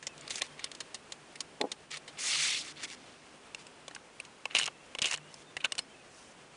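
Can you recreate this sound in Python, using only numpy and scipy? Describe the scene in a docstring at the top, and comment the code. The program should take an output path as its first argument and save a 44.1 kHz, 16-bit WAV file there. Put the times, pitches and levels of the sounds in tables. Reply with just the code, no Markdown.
"""Hands at a table in a quiet room, heard close, over air, hiss, a wavering hum and faint whistles.
First a polish brush ticks on an etched metal plate, and its bottle knocks the table at 1.6 s: short rattles
and soft blows ring modes. From 2.2 s a thin plastic card slides long over the mat: a dense hail of impacts.
From 3.5 s its edge taps, then scrapes the plate at 4.5, 5.0 and, briefly, 5.6 s, catching on the etching
in the first two strokes. A last tap rings the metal at 5.8 s; a small slide follows, then the room remains."""
import sys
import numpy as np
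from scipy import signal
from scipy.fft import rfft, irfft, next_fast_len
from scipy.io import wavfile
from scipy.ndimage import uniform_filter1d

SR = 44100
rng = np.random.default_rng(int(sys.argv[2]) if len(sys.argv) > 2 else 0)


def file_out(sig):
    """Save sig as 16-bit WAV at sys.argv[1]."""
    # one column per channel
    cols = np.atleast_2d(sig).T
    # limit, then scale
    lim = np.clip(cols, -1, 1)
    pcm = np.round(lim * 32767).astype(np.int16)
    wavfile.write(sys.argv[1], SR, pcm)


N = 289340  # samples

# In the tables of contacts and friction, shares are relative to the middle band or to the object's own ring.
# Brush and nail ticks:
# (time [s], level [dB], strongest tone [Hz], treble share [dB], rattle t60 [s])
BRUSH_TICKS = [(0.0263, -35.5, 1800, -4, 0.069), (0.0679, -24.5, 5480, -0.5, 0.035),
               (0.1782, -43, 4070, 4.5, 0.016), (0.21, -52, 2050, 16, 0.011), (0.278, -37, 2100, 8, 0.012),
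               (0.3053, -27.5, 3970, 3.5, .051), (0.3562, -33, 3660, 8.5, 0.027),
               (0.4106, -30.5, 2360, -28, 0.066), (0.4183, -16.5, 3940, -3.5, 0.022),
               (0.5931, -33.5, 1840, -6, 0.036), (0.6419, -28.5, 3440, 8, 0.025),
               (0.7154, -33, 3280, -2, 0.022), (0.749, -38, 4290, 0.5, .026),
               (0.804, -30, 3000, 2.5, 0.038), (0.9441, -33, 2770, 5, 0.045),
               (1.1208, -31, 4060, 4.5, 0.032), (1.3556, -39, 1850, 1.5, 0.042),
               (1.4048, -28, 4260, 7, 0.031), (1.612, -18, 4120, -11, 0.019),
               (1.7166, -28.5, 3250, 3.5, .033), (1.9116, -37, 3270, 1.5, 0.046),
               (1.9709, -33, 4240, 2, 0.036), (2.0776, -37, 3080, -3, 0.078),
               (2.835, -32.5, 2070, 4.5, 0.064)]
# Dull blows of the bottle on the table: (time [s], level [dB])
BOTTLE_KNOCKS = [(1.606, -25), (1.613, -17.5), (1.625, -27), (1.64, -19), (1.644, -25), (1.65, -24),
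                 (1.654, -26), (1.668, -38)]
# The long slide of the card over the mat:
# (time [s], level [dB], treble share [dB], low share [dB])
LONG_SLIDE_PATH = [(2.165, -79, -7, 8), (2.173, -49, -27, -24), (2.189, -47, 4.5, -8.5),
                   (2.283, -37, 2, -11.5), (2.353, -31.5, -6, -12), (2.375, -36.5, -1.5, -12.5),
                   (2.427, -32.5, -1.5, -13), (2.605, -36.5, -8, -17), (2.63, -44.5, -3, -23)]
# Short slides over the mat:
# (start [s], length [s], crest place [share of length, 0-1], crest level [dB], treble share [dB])
SHORT_SLIDES = [(0.18, 0.16, 1, -55, -20), (0.289, 0.11, 1, -46, 1.5), (0.406, 0.07, 0.57, -51.5, -4.5),
                (0.569, 0.11, 0.8, -51.5, -29), (1.897, 0.079, 0.53, -42.5, -7.5),
                (2.612, 0.11, 0.67, -47, -2.5), (2.751, 0.065, 0.95, -48.5, -10),
                (2.808, 0.05, .7, -41.5, -2.5), (2.865, 0.085, 0.74, -49, -2), (2.955, 0.34, 0.16, -62, -6),
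                (3.572, 0.055, .4, -57.5, -1.5), (5.282, 0.15, 0.94, -61.5, 0),
                (6.092, 0.23, 0.4, -70.5, 10)]
# The card is handled and its edge taps the plate or mat:
# (time [s], level [dB], strongest tone [Hz], treble share [dB], rattle t60 [s], low share [dB])
CARD_TAPS = [(3.5467, -25.5, 2680, -4.5, 0.019, -19), (3.667, -41.5, 2680, 2.5, .021, -12),
             (3.8803, -28.5, 3020, -4, 0.019, -8), (3.91, -39, 1690, -6, 0.023, -4),
             (3.9485, -38, 2860, 7, 0.032, -11), (3.9622, -31.5, 1580, -29, 0.011, -12),
             (4.2003, -27, 2430, -3.5, 0.022, -19), (4.2496, -39.5, 2860, -4, 0.035, -25),
             (4.4548, -19, 2600, -7.5, 0.014, -8.5), (4.5097, -35.5, 2880, -26, 0.018, -16),
             (4.9497, -24, 2950, -14, 0.019, -10.5), (4.9861, -24.5, 3100, -10, 0.02, -31),
             (4.9905, -24, 2980, -10, 0.017, -12.5), (5.011, -42, 2500, -27, 0.011, -3),
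             (5.1607, -30, 4370, -18, 0.0057, -24), (5.1746, -38.5, 1770, 7, 0.012, -10),
             (5.341, -40, 5100, 5, 0.014, -11), (5.5671, -22.5, 2100, -9, 0.028, -15),
             (5.6037, -35, 2500, -11, 0.05, -28), (5.6415, -28, 2800, -7, .025, -21),
             (5.6455, -14.5, 2720, -17, 0.018, -17), (5.656, -22.5, 2780, -26, 0.016, -18),
             (5.7205, -20.5, 2840, -0.5, 0.021, -19), (5.752, -32.5, 2130, -2, .017, -14),
             (5.7806, -24.5, 3020, 0, 0.041, -17), (5.7896, -20, 4200, -3.5, 0.025, -19)]
# Strokes over the plate, one table each:
# (time [s], level [dB], treble share [dB], low share [dB])
PLATE_STROKES = [
    [(4.5, -53, -17, -6), (4.545, -53, -3, 2.5), (4.553, -33, -10.5, -15), (4.6, -34, -8, -11),
     (4.635, -46.5, -3, -12), (4.685, -47.5, -22, 6.5), (4.7, -81, -14, -5)],
    [(5.012, -53, -17, -5), (5.024, -41.5, -22, -10), (5.09, -40.5, -4.5, -11.5), (5.145, -41, -2, -1),
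     (5.16, -62, -20, 3), (5.19, -54, -16, -4)],
    [(5.6, -49, -16, -12), (5.635, -64, -28, 4), (5.65, -31, -2, -3), (5.675, -59, -33, 7)],
]
# During a stroke the edge catches on ridges of the etching:
# (time [s], level [dB], treble share [dB], rattle t60 [s])
RIDGE_CATCHES = [(4.5496, -8.5, -21, 0.0099), (4.5561, -14.5, -11, 0.025), (4.5652, -16, -19, 0.034),
                 (4.585, -22.5, 4.5, 0.04), (4.5879, -20.5, -0.5, 0.017), (4.6118, -20, -21, 0.014),
                 (4.622, -23.5, -21, .016), (4.631, -21.5, -3.5, 0.015), (4.64, -23.5, -2.5, .012),
                 (4.6574, -32.5, 10, 0.021), (4.662, -25, 0, 0.016), (4.6763, -22, -9, .014),
                 (5.018, -19, -0.5, 0.027), (5.0234, -22.5, 2, 0.028), (5.029, -24, -13, 0.021),
                 (5.0432, -16.5, -24, 0.015), (5.0478, -21, -28, 0.018), (5.0556, -18, -1.5, 0.046),
                 (5.07, -27, 0, 0.04), (5.0834, -31, -1, 0.031), (5.1108, -27, 3, .026),
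                 (5.124, -25.5, -3, 0.012), (5.1308, -27, 0, 0.027), (5.1414, -22, -6.5, 0.023),
                 (5.147, -24.5, -8, 0.018)]
# The plate is pushed and the table gives: (time [s], level [dB], time constant [s])
TABLE_PUSHES = [(4.549, -63, 0.0032), (5.02, -33, 0.00089), (5.141, -50, 0.0021)]
# The card's last tap rings the metal: (time [s], tone [Hz], level [dB], t60 [s])
LAST_TAP_PING = (5.79, 5170, -41, .14)

# Resonances of the brush: (tone [Hz], width [Hz], level [dB])
BRUSH_MODES = [(1960, 540, -2.5), (2974, 890, -1), (3660, 240, 1), (4300, 99, 1.5)]
# Resonances of the card: (tone [Hz], width [Hz], level [dB])
CARD_MODES = [(1853, 1400, -3.5), (2167, 67, 11.5), (2790, 740, 3), (3050, 294, 16.5), (3080, 700, 9),
              (4240, 970, 3.5)]
# Bright ring of the metal, before the chance of each spot: (tone [Hz], width [Hz], level [dB])
METAL_MODES = [(4700, 1400, -0.5), (6840, 880, 3), (8230, 1570, -2), (9800, 680, -5.5)]
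# Low modes of the plate lying on the mat: (tone [Hz], width [Hz], level [dB])
PLATE_MODES = [(497, 157, 3), (857, 197, -0.5), (1093, 57, 5), (1510, 120, -26)]
# Low modes of the table: (tone [Hz], width [Hz], level [dB])
TABLE_MODES = [(273, 53, 4), (360, 33, 13), (419, 170, 7.5), (640, 42, 7.5), (842, 55, 5), (1040, 140, -30)]
# Relative colour of a slide over the mat: (frequency [Hz], level [dB])
MAT_COLOUR = [(290, -48), (500, -15), (574, -22.5), (959, -17.5), (1070, -12.5), (1490, -11), (1670, -9),
              (2060, 0), (2750, 1.5), (3240, -1.5), (3530, 2), (3860, -3), (4160, -0.5), (6700, -3),
              (10000, -8.5), (13000, -83.5), (22000, -120)]

# Faint whistles, perhaps a bird outdoors: (time [s], length [s], start [Hz], end [Hz], level [dB])
FAINT_WHISTLES = [(0.081, 0.067, 2660, 2540, -57), (.47, 0.086, 3150, 3150, -63),
                  (4.715, .07, 2600, 2660, -65), (4.784, 0.08, 2660, 2790, -61),
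                  (5.188, 0.15, 2650, 3050, -61.5), (5.42, 0.043, 3180, 3300, -73),
                  (5.46, 0.065, 3600, 3600, -63), (5.88, .08, 3140, 3120, -64),
                  (5.918, 0.12, 2630, 2520, -60)]
# A passing low rumble: (time [s], level [dB])
RUMBLE_LEVEL = [(2.4, -88), (2.61, -60), (3.35, -69.5), (3.6, -85)]
# A low hum, before its waver: (time [s], level [dB])
HUM_LEVEL = [(0.0, -62), (0.24, -57), (0.29, -70), (0.35, -80), (0.46, -61), (0.77, -76.5), (2.41, -64),
             (4.46, -80.5), (4.64, -64), (4.73, -73), (5.04, -64.5), (6.32, -77), (6.56, -69)]
# Relative colour of the room air and microphone hiss: (frequency [Hz], level [dB])
ROOM_COLOUR = [(12, -60), (20, -14.5), (133, -5.5), (230, -1), (262, 0), (332, -2), (398, -0.5),
               (1500, -6.5), (2160, -8.5), (2590, -7.5), (3360, -10.5), (3630, -13), (10000, -18.5),
               (13000, -68), (22000, -120)]
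# Course of the room air, before a fixed lift and slow drift: (time [s], level [dB])
ROOM_LEVEL = [(0.0, -59), (0.3, -55.5), (1.1, -59), (2.0, -58.5), (2.3, -56.5), (3.4, -59), (6.56, -59)]

CATCH_HZ = 2860  # the bent card's main tone
TICK_LOW_DB, CATCH_LOW_DB = -14.5, -20.5  # share of the plate's low modes
SPOT_DB = 2.0  # each contact lands on another spot and wakes the metal's modes unevenly
SET_OFF_S, STOP_S = 0.01, 0.012  # how fast friction starts and stops
STILL_DB = -42  # level at rest, relative to the slide's end levels
FIRST_DB, LAST_DB = -6.5, -6  # a short slide's start and end, relative to its crest
SLIDE_LOW_DB = -8  # a short slide's low share
LIFT_S, LIFT_LENGTH_S = 2.548, 0.064  # the card starts to lift off; how long it takes
LIFT_HZ, LIFT_SHARE = 3250, 0.88  # the slide loses this share under LIFT_HZ
HUM_HZ, HUM_WIDTH_HZ, HUM_WAVER_DB = 148.2, 13, 2.5
CUT_HZ = 10180  # the recorder's upper band limit


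def amp(db):
    """Decibels to amplitude."""
    return 10 ** (np.asarray(db) / 20)


def unit(x):
    """Scales a signal to rms 1."""
    return x / np.sqrt(np.mean(x ** 2) + 1e-20)


def add(mix, s, sound):
    """Lays a sound into the mix at s seconds, cut at the end."""
    part = mix[round(s * SR):][:len(sound)]
    part += sound[:len(part)]


def noise():
    """White noise as long as the scene."""
    return rng.standard_normal(N)


def course(rows, **outside):
    """Level in decibels over the whole scene, drawn straight between (time, level) rows."""
    return np.interp(np.arange(N) / SR, *np.transpose(rows), **outside)


def ring(x, hz, width):
    """One resonance: a decaying complex pole with gain 1 at its tone."""
    r = np.exp(-np.pi * width / SR)
    return 2 * signal.lfilter([1 - r], [1, -r * np.exp(2j * np.pi * hz / SR)], x).real


def body(x, modes):
    """The sum of an object's resonances, with alternating signs."""
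    return sum((-1) ** k * amp(db) * ring(x, hz, width) for k, (hz, width, db) in enumerate(modes))


def spot(modes):
    """The same modes, each louder or softer by chance."""
    chance = rng.standard_normal(len(modes))
    return [(hz, width, db + SPOT_DB * z) for (hz, width, db), z in zip(modes, chance)]


def coloured(x, points):
    """Shapes a signal by a spectrum drawn on a log-frequency axis, at rms 1."""
    hz, db = np.transpose(points)
    size = next_fast_len(len(x))
    bins_hz = np.fft.rfftfreq(size, 1 / SR)
    gain = amp(np.interp(np.log(bins_hz + 1), np.log(hz + 1), db))
    return unit(irfft(rfft(x, size) * gain, size)[:len(x)])


def mat_colour(x):
    """The colour of friction on the mat."""
    return coloured(x, MAT_COLOUR)


def wobble(size, s):
    """Slow chance of rms 1 that changes within about s seconds."""
    span = max(int(s * SR), 2)
    return unit(uniform_filter1d(uniform_filter1d(rng.standard_normal(size), span), span))


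def taps(rows, modes, rise, tone_db, width, click_db):
    """A short rattle rings the object, the metal and the plate; a click joins in the first two."""
    out, t = np.zeros(N), np.arange(3000) / SR
    crest = int(rise * SR)
    for s, db, hz, treble_db, t60, low_db in rows:
        swell = np.minimum(t / rise, 1) ** 2
        decay = amp(-60 * np.maximum(t - rise, 0) / max(t60, 0.004))
        rattle, metal_rattle, plate_rattle = rng.standard_normal((3, len(t))) * swell * decay
        rattle[crest] += amp(click_db)  # the edge lets go at the crest of the swell
        metal_rattle[crest] += amp(click_db - 10)
        middle = unit(body(rattle, modes)) + amp(tone_db) * unit(ring(rattle, hz, width))
        treble = body(metal_rattle, spot(METAL_MODES))
        low = body(plate_rattle, PLATE_MODES)
        for part, share_db in ((middle, 0), (treble, treble_db), (low, low_db)):
            peak = np.abs(signal.hilbert(part)).max()
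            add(out, s - rise / 2, amp(db + share_db) * part / peak)
    return out


def brush_ticks():
    """The brush and nails rattle on the plate for an instant and ring the brush's modes."""
    rows = [(*row, TICK_LOW_DB) for row in BRUSH_TICKS]
    return taps(rows, BRUSH_MODES, rise=0.0018, tone_db=0.0, width=290, click_db=10)


def bottle_knocks():
    """Soft blows of about a millisecond push the table and ring its low modes."""
    out, t = np.zeros(N), np.arange(2500) / SR
    centre_s = 0.002
    blow = np.exp(-0.5 * ((t - centre_s) / 0.00024) ** 2)
    ringing = body(np.gradient(blow), TABLE_MODES)
    push = blow - uniform_filter1d(blow, size=88)
    thud = 0.56 * ringing / abs(ringing).max() - 0.42 * push
    for s, db in BOTTLE_KNOCKS:
        add(out, s - centre_s, amp(db) * thud)
    return out


def rubs(tables, colour, grit_db, per_s, clump_db, patchy_db):
    """Friction: a dense hail of tiny impacts of uneven size, its colour shifting in random patches."""
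    out = np.zeros(N)
    for rows in tables:
        s, db, treble_db, low_db = np.transpose(rows)
        t = np.arange(s[0], s[-1], 1 / SR)
        size = amp(grit_db * np.minimum(rng.exponential(1, len(t)), 4))
        impacts = size * (rng.random(len(t)) < per_s / SR)
        hail = rng.standard_normal(len(t)) * (0.18 + impacts)  # a fine hiss lies under the impacts
        clumped = hail * amp(clump_db * wobble(len(t), 0.0023))
        z = signal.stft(colour(clumped), nperseg=256, noverlap=192)[2]
        patches = uniform_filter1d(rng.standard_normal(z.shape), 4, 0)  # across frequency
        patches = unit(uniform_filter1d(patches, 6, 1))  # across time
        patchy = signal.istft(z * amp(patchy_db * patches), nperseg=256, noverlap=192)[1][:len(t)]
        sound = 0
        bands = (((500, 1800), low_db), ((1800, 5000), 0 * db), ((5000, 12000), treble_db))  # Hz, dB
        for band, share_db in bands:
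            sos = signal.butter(3, band, "band", fs=SR, output="sos")
            part = unit(signal.sosfiltfilt(sos, patchy))
            sound = sound + part * amp(np.interp(t, s, db + share_db))
        fade = signal.windows.tukey(len(t), min(0.013 / (s[-1] - s[0]), 1))
        add(out, s[0], sound * fade)
    return out


def long_slide():
    """A smooth, dense slide that thins from below as the card lifts off the mat."""
    x = rubs([LONG_SLIDE_PATH], mat_colour, grit_db=-0.3, per_s=30000, clump_db=0.6, patchy_db=2.0)
    low = signal.sosfiltfilt(signal.butter(3, LIFT_HZ, fs=SR, output="sos"), x)
    lift = np.clip((np.arange(N) / SR - LIFT_S) / LIFT_LENGTH_S, 0, 1)
    return x - low * LIFT_SHARE * lift


def gesture(start, length, crest, db, treble_db):
    """One slide: sets off, swells to its crest, slows and stops."""
    crest_s = np.clip(crest * length, 1.2 * SET_OFF_S, length - 0.001)
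    s = start + np.array([0, SET_OFF_S, crest_s, length, length + STOP_S])
    level = db + np.array([FIRST_DB + STILL_DB, FIRST_DB, 0, LAST_DB, LAST_DB + STILL_DB])
    return np.transpose([s, level, treble_db + 0 * s, SLIDE_LOW_DB + 0 * s])


def short_slides():
    """Brief friction on the mat, with sparser and more uneven impacts than the long slide."""
    paths = [gesture(*row) for row in SHORT_SLIDES]
    return rubs(paths, mat_colour, grit_db=3.5, per_s=7600, clump_db=-0.2, patchy_db=2.0)


def card_taps():
    """The card's edge rattles and clicks on the plate or mat and rings the card's modes."""
    return taps(CARD_TAPS, CARD_MODES, rise=0.0019, tone_db=4.5, width=290, click_db=16)


def stroke_colour(x):
    """The card's resonances with a little of the mat's colour."""
    return unit(body(x, CARD_MODES)) + 0.29 * mat_colour(x)


def plate_strokes():
    """The card scrapes the plate: sparse, uneven impacts in clumps; the colour shifts in random patches."""
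    return rubs(PLATE_STROKES, stroke_colour, grit_db=4.0, per_s=3000, clump_db=1.5, patchy_db=4.5)


def ridge_catches():
    """The card's edge catches on ridges of the etching and rings at the bent card's main tone."""
    rows = [(s, db, CATCH_HZ, treble_db, t60, CATCH_LOW_DB) for s, db, treble_db, t60 in RIDGE_CATCHES]
    return taps(rows, CARD_MODES, rise=0.0019, tone_db=13.0, width=320, click_db=9)


def table_pushes():
    """A slow bump with no ring, which swings through zero once as it dies."""
    out = np.zeros(N)
    for s, db, time_constant in TABLE_PUSHES:
        u = np.arange(4000) / SR / time_constant
        add(out, s, amp(db) * u * (2 - u) * np.exp(-u) * 2)
    return out


def last_tap_ping():
    """A close group of thin metal modes beats and dies away."""
    out, t = np.zeros(N), np.arange(8000) / SR
    s, hz, db, t60 = LAST_TAP_PING
    beat = 0.6 + 0.4 * np.cos(2 * np.pi * 27 * t)
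    add(out, s, amp(db - 60 * t / t60) * np.sin(2 * np.pi * hz * t) * beat)
    return out


def faint_whistles():
    """Thin gliding tones, their pitch and level wavering at random."""
    out = np.zeros(N)
    for s, length, start_hz, end_hz, db in FAINT_WHISTLES:
        glide = np.linspace(start_hz, end_hz, int(length * SR))
        size = len(glide)
        hz = glide * (1 + 0.0099 * wobble(size, 0.0048))
        tone = np.sin(2 * np.pi * np.cumsum(hz) / SR)
        flutter = 1 + 0.5 * wobble(size, 0.006)
        add(out, s, amp(db) * flutter * tone * signal.windows.tukey(size, 0.5))
    return out


def rumble():
    """Noise through a broad low resonance, twice, that swells and passes."""
    tone = unit(ring(ring(noise(), 275, 120), 275, 120))
    return tone * amp(course(RUMBLE_LEVEL, left=-120, right=-120))


def hum():
    """Noise through a narrow low resonance, twice, with a wavering level."""
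    tone = unit(ring(ring(noise(), HUM_HZ, HUM_WIDTH_HZ), HUM_HZ, HUM_WIDTH_HZ))
    return tone * amp(course(HUM_LEVEL) + HUM_WAVER_DB * wobble(N, 0.16))


def room_air():
    """Steady air and microphone hiss: coloured noise, drifting a little."""
    lift_db, drift_db = 3, 0.9
    level = lift_db + course(ROOM_LEVEL) + drift_db * wobble(N, 0.04)
    return coloured(noise(), ROOM_COLOUR) * amp(level)


def scene():
    """The hands close by, over the whistles and the room, on one channel."""
    brush_and_bottle = brush_ticks() + bottle_knocks()
    slides = long_slide() + short_slides()
    card_on_plate = card_taps() + plate_strokes() + ridge_catches() + table_pushes() + last_tap_ping()
    background = faint_whistles() + rumble() + hum() + room_air()
    return (brush_and_bottle + slides + card_on_plate + background)[None]


def record(dry):
    """The band limit of the recorder: a steep linear-phase low-pass."""
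    low_pass = signal.firwin(701, CUT_HZ, window=("kaiser", 9), fs=SR)
    return signal.oaconvolve(dry, low_pass[None], "same")


dry = scene()
out = record(dry)
file_out(out)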